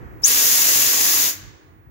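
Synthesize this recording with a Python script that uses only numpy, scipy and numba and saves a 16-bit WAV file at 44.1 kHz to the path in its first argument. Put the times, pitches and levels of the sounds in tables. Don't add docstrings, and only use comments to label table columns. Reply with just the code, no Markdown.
import sys
import numpy as np
from scipy import signal
from scipy.fft import rfft, irfft
from scipy.io import wavfile
from scipy.ndimage import uniform_filter1d, map_coordinates
from numba import njit

SR = 44100
rng = np.random.default_rng(int(sys.argv[2]) if len(sys.argv) > 2 else 0)


def gain_from_db(level_db):
    decades = np.asarray(level_db, float) / 20
    return 10 ** decades


def put_to_file(sound):
    columns = np.atleast_2d(sound).T
    safe = np.clip(columns, -1, 1)
    whole_steps = np.round(safe * 32767)
    wavfile.write(sys.argv[1], SR, whole_steps.astype(np.int16))


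N = 83790

# f/Hz, density/dB
STATION_SPECTRUM = [(100, -40), (170, -15.5), (320, 5), (600, -8.5), (1900, -9), (3600, -34), (6500, -34.5),
                    (15000, -47)]
# t/s, level/dB
WIND_GUSTS = [(0, -3), (.12, -4.5), (.22, -5.5), (.4, 0.5), (.7, 0), (1.0, -2.5), (1.28, -5), (1.45, 4.5),
              (1.6, -6), (1.9, -0.5)]
# f/Hz, density/dB
JET_SPECTRUM = [(100, -19.5), (220, -0.5), (700, -3.5), (1400, -0.5), (1650, 2.5), (4000, 1), (10200, -1.5),
                (11500, 0)]
# t/s, centre f/Hz, level/dB, width/Hz
GAP_WHISTLE = [
    (0.232, 4970, -41, 300),
    (0.239, 5530, -14.5, 300),
    (.252, 6340, -9, 350),
    (0.263, 7270, -13.5, 632),
    (.272, 9070, -8, 900),
    (0.283, 11160, -14, 1193),
    (.3, 12220, -29, 1500),
    (.32, 13500, -60.5, 1528),
]
# f/Hz, T60/s
YARD_DECAY = [(150, 0.86), (400, 1.26), (2000, 0.88), (5000, 0.63), (9000, 0.34), (14000, 0.38)]
# f/Hz, gain/dB
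LEFT_PORT_RESPONSE = [(400, -12.5), (1200, -8.5), (2500, -9.5), (3500, -7), (6700, 5.5), (8200, -10),
                      (11700, 3), (15700, -3)]
RIGHT_PORT_RESPONSE = [(700, -9), (1800, -3), (5100, -9), (6850, 4.5), (8100, -5), (11300, -5.5),
                       (13200, -4), (15100, 4)]

STATION_DB, STATION_PAN_DB = -45, -1.5
FAN_HZ, FAN_WIDTH_HZ, FAN_DB = 316, 16, -55
WIND_HZ, WIND_WIDTH_HZ, WIND_DB, WIND_PAN_DB, GUST_DB = 81, 75, -37, -5, 3.5
LEAKS_S, LEAK_DB, LEAK_RISE_DB_PER_S = 0.22, -42.5, 499
OPENS_S, RISE_S, SURGE_DB, SURGE_S = 0.2381, 0.036, -0.5, 0.018
SHUTS_S, SHUT_ROUND_S, FALL_T60_S = 1.293, 0.0127, 0.14
JET_DB, SPIT_DB, WHISTLE_GAIN_DB = -3.5, 1, 3.5
PIPE_HZ, PIPE_WIDTH_HZ, PIPE_DB, PIPE_SWELL_DB_PER_S = 300, 49.5, -25.5, 7
RIGHT_LAG_S = 0.00031
SHARED_BASS, SHARED_TREBLE, SHARED_EDGE_HZ = 0.81, 0.4, 2100
NEAR_DB, NEAR_T60_S = -3, 0.12
YARD_DB, YARD_DELAY_S = -13.5, 0.009
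AGC_THRESHOLD_DB, AGC_RATIO, AGC_ATTACK_S, AGC_RELEASE_S = -34, 1.368, 0.013, 6
CIRCUIT_HISS_DB, TOP_CUT_HZ = -94.5, 15750

BIN_HZ = np.arange(N // 2 + 1) * SR / N


def level(x, rms_db):
    return x * gain_from_db(rms_db) / np.sqrt(np.mean(x ** 2))


def colour(x, response):
    hz, db = np.array(response).T
    gain_db = np.interp(np.log(BIN_HZ + 1), np.log(hz), db)
    return irfft(rfft(x) * gain_from_db(gain_db), N)


@njit
def bandpass(x, hz, width_hz):
    y, band, low = np.empty(len(x)), 0., 0.
    for i in range(len(x)):
        g = np.tan(np.pi * hz[i] / SR)
        k = width_hz[i] / hz[i]
        v = (band + g * (x[i] - low)) / (1 + g * (g + k))
        band = 2 * v - band
        low = low + 2 * g * v
        y[i] = k * v
    return y


@njit
def follow(x, attack, release):
    y, e = np.empty(len(x)), 0.
    for i in range(len(x)):
        e += (x[i] - e) * (attack if x[i] > e else release)
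        y[i] = e
    return y


def walk(rate_hz):
    hold = int(SR / rate_hz)
    steps = np.repeat(rng.standard_normal(N // 8), hold)[:N]
    return 1.3 * uniform_filter1d(uniform_filter1d(steps, hold), hold)


def pair(shared):
    common, left, right = rng.standard_normal((3, N))
    late = map_coordinates(common, [np.arange(N) - RIGHT_LAG_S * SR], mode="wrap")
    return np.sqrt(shared) * np.array([common, late]) + np.sqrt(1 - shared) * np.array([left, right])


def ring(x, hz, width_hz):
    hz, width_hz = hz * np.ones(N), width_hz * np.ones(N)
    rung = np.array([bandpass(bandpass(c, hz, width_hz), hz, width_hz) for c in x])
    return level(rung / np.sqrt(width_hz), 0)


def station():
    wash = level(colour(pair(0.4), STATION_SPECTRUM), STATION_DB) * gain_from_db(1.2 * walk(4))
    fan = ring(pair(0.87), FAN_HZ, FAN_WIDTH_HZ) * gain_from_db(FAN_DB)
    return (wash + fan) * gain_from_db(STATION_PAN_DB * np.array([[0.5], [-0.5]]))


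def wind(t):
    left_db = GUST_DB * walk(25) + WIND_PAN_DB / 2
    right_db = GUST_DB * walk(18) - WIND_PAN_DB / 2
    gusts_db = np.interp(t, *np.array(WIND_GUSTS).T)
    rumble = ring(pair(0.15), WIND_HZ, WIND_WIDTH_HZ)
    return rumble * gain_from_db(WIND_DB + np.array([left_db, right_db]) + gusts_db)


def echo(x, tail, gain_db):
    tail = tail / np.sqrt(np.sum(tail ** 2) / 2)
    return signal.fftconvolve(x, tail, axes=1)[:, :N] * gain_from_db(gain_db)


def yard(x, t):
    hz, t60_s = np.array(YARD_DECAY).T
    log_f = np.log(BIN_HZ + 1)
    tail = 0
    for k in range(len(hz)):
        band = np.interp(log_f, np.log(hz), np.arange(len(hz)) == k)
        noise = irfft(rfft(rng.standard_normal((2, N))) * np.sqrt(band), N)
        tail = tail + noise * gain_from_db(-60 * t / t60_s[k])
    return echo(x, tail * (t > YARD_DELAY_S), YARD_DB)


def near(x, t):
    tail = rng.standard_normal((2, N // 4)) * gain_from_db(-60 * t[:N // 4] / NEAR_T60_S)
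    return echo(x, tail, NEAR_DB)


def whistle(t):
    s, hz, db, width_hz = np.array(GAP_WHISTLE).T
    centre_hz = np.interp(t, s, hz) * (1 + 0.016 * walk(300))
    tone = ring(pair(0.46), centre_hz, np.interp(t, s, width_hz))
    return tone * gain_from_db(np.interp(t, s, db, left=-120, right=-120) + WHISTLE_GAIN_DB)


def valve(t):
    after_s = np.clip(t - OPENS_S, 0, None)
    leak_db = LEAK_DB + LEAK_RISE_DB_PER_S * (np.minimum(t, OPENS_S) - LEAKS_S)
    leak = (t > LEAKS_S) * gain_from_db(leak_db)
    opening = (1 - np.exp(-after_s / RISE_S)) * gain_from_db(SURGE_DB * np.exp(-after_s / SURGE_S))
    shut_s = SHUT_ROUND_S * np.logaddexp(0, (t - SHUTS_S) / SHUT_ROUND_S)
    return (leak + opening) * gain_from_db(-60 * shut_s / FALL_T60_S)


def jet(t):
    bass = 1 / (1 + (BIN_HZ / SHARED_EDGE_HZ) ** 4)
    bass_part = rfft(pair(SHARED_BASS)) * np.sqrt(bass)
    treble_part = rfft(pair(SHARED_TREBLE)) * np.sqrt(1 - bass)
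    noise = rfft(colour(irfft(bass_part + treble_part, N), JET_SPECTRUM))
    common_waver = walk(5)
    octave = np.clip(np.log2(BIN_HZ + 1), 7, 14)
    hiss = 0
    for centre in range(7, 15):
        band = np.clip(1 - np.abs(octave - centre), 0, 1)
        waver_db = 0.6 * common_waver + 0.4 * walk(13.77)
        hiss = hiss + irfft(noise * band, N) * gain_from_db(waver_db)
    hiss = level(hiss * gain_from_db(SPIT_DB * walk(700)), JET_DB)
    pipe_db = PIPE_DB + PIPE_SWELL_DB_PER_S * (t - 0.5)
    pipe = ring(pair(0.8), PIPE_HZ, PIPE_WIDTH_HZ) * gain_from_db(pipe_db)
    return valve(t) * (hiss + pipe)


def scene():
    t = np.arange(N) / SR
    air = jet(t) + whistle(t)
    air = air + near(air, t) + yard(air, t)
    left, right = colour(air[0], LEFT_PORT_RESPONSE), colour(air[1], RIGHT_PORT_RESPONSE)
    return station() + wind(t) + np.array([left, right])


def band_limit(x):
    return signal.sosfilt(signal.butter(12, 17060, fs=SR, output="sos"), x)


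def record(dry):
    peak = np.abs(dry).max(axis=0)
    envelope = follow(peak, 1 / (AGC_ATTACK_S * SR), 1 / (AGC_RELEASE_S * SR))
    below = np.minimum(gain_from_db(AGC_THRESHOLD_DB) / (envelope + 1e-9), 1)
    gain = below ** (1 - 1 / AGC_RATIO)
    hiss = gain_from_db(CIRCUIT_HISS_DB) * rng.standard_normal(dry.shape)
    x = np.clip(dry * gain + hiss, -0.98, 0.98)
    x = irfft(rfft(x) * (BIN_HZ < TOP_CUT_HZ), N)
    return band_limit(x)


dry = scene()
out = record(dry)
put_to_file(out)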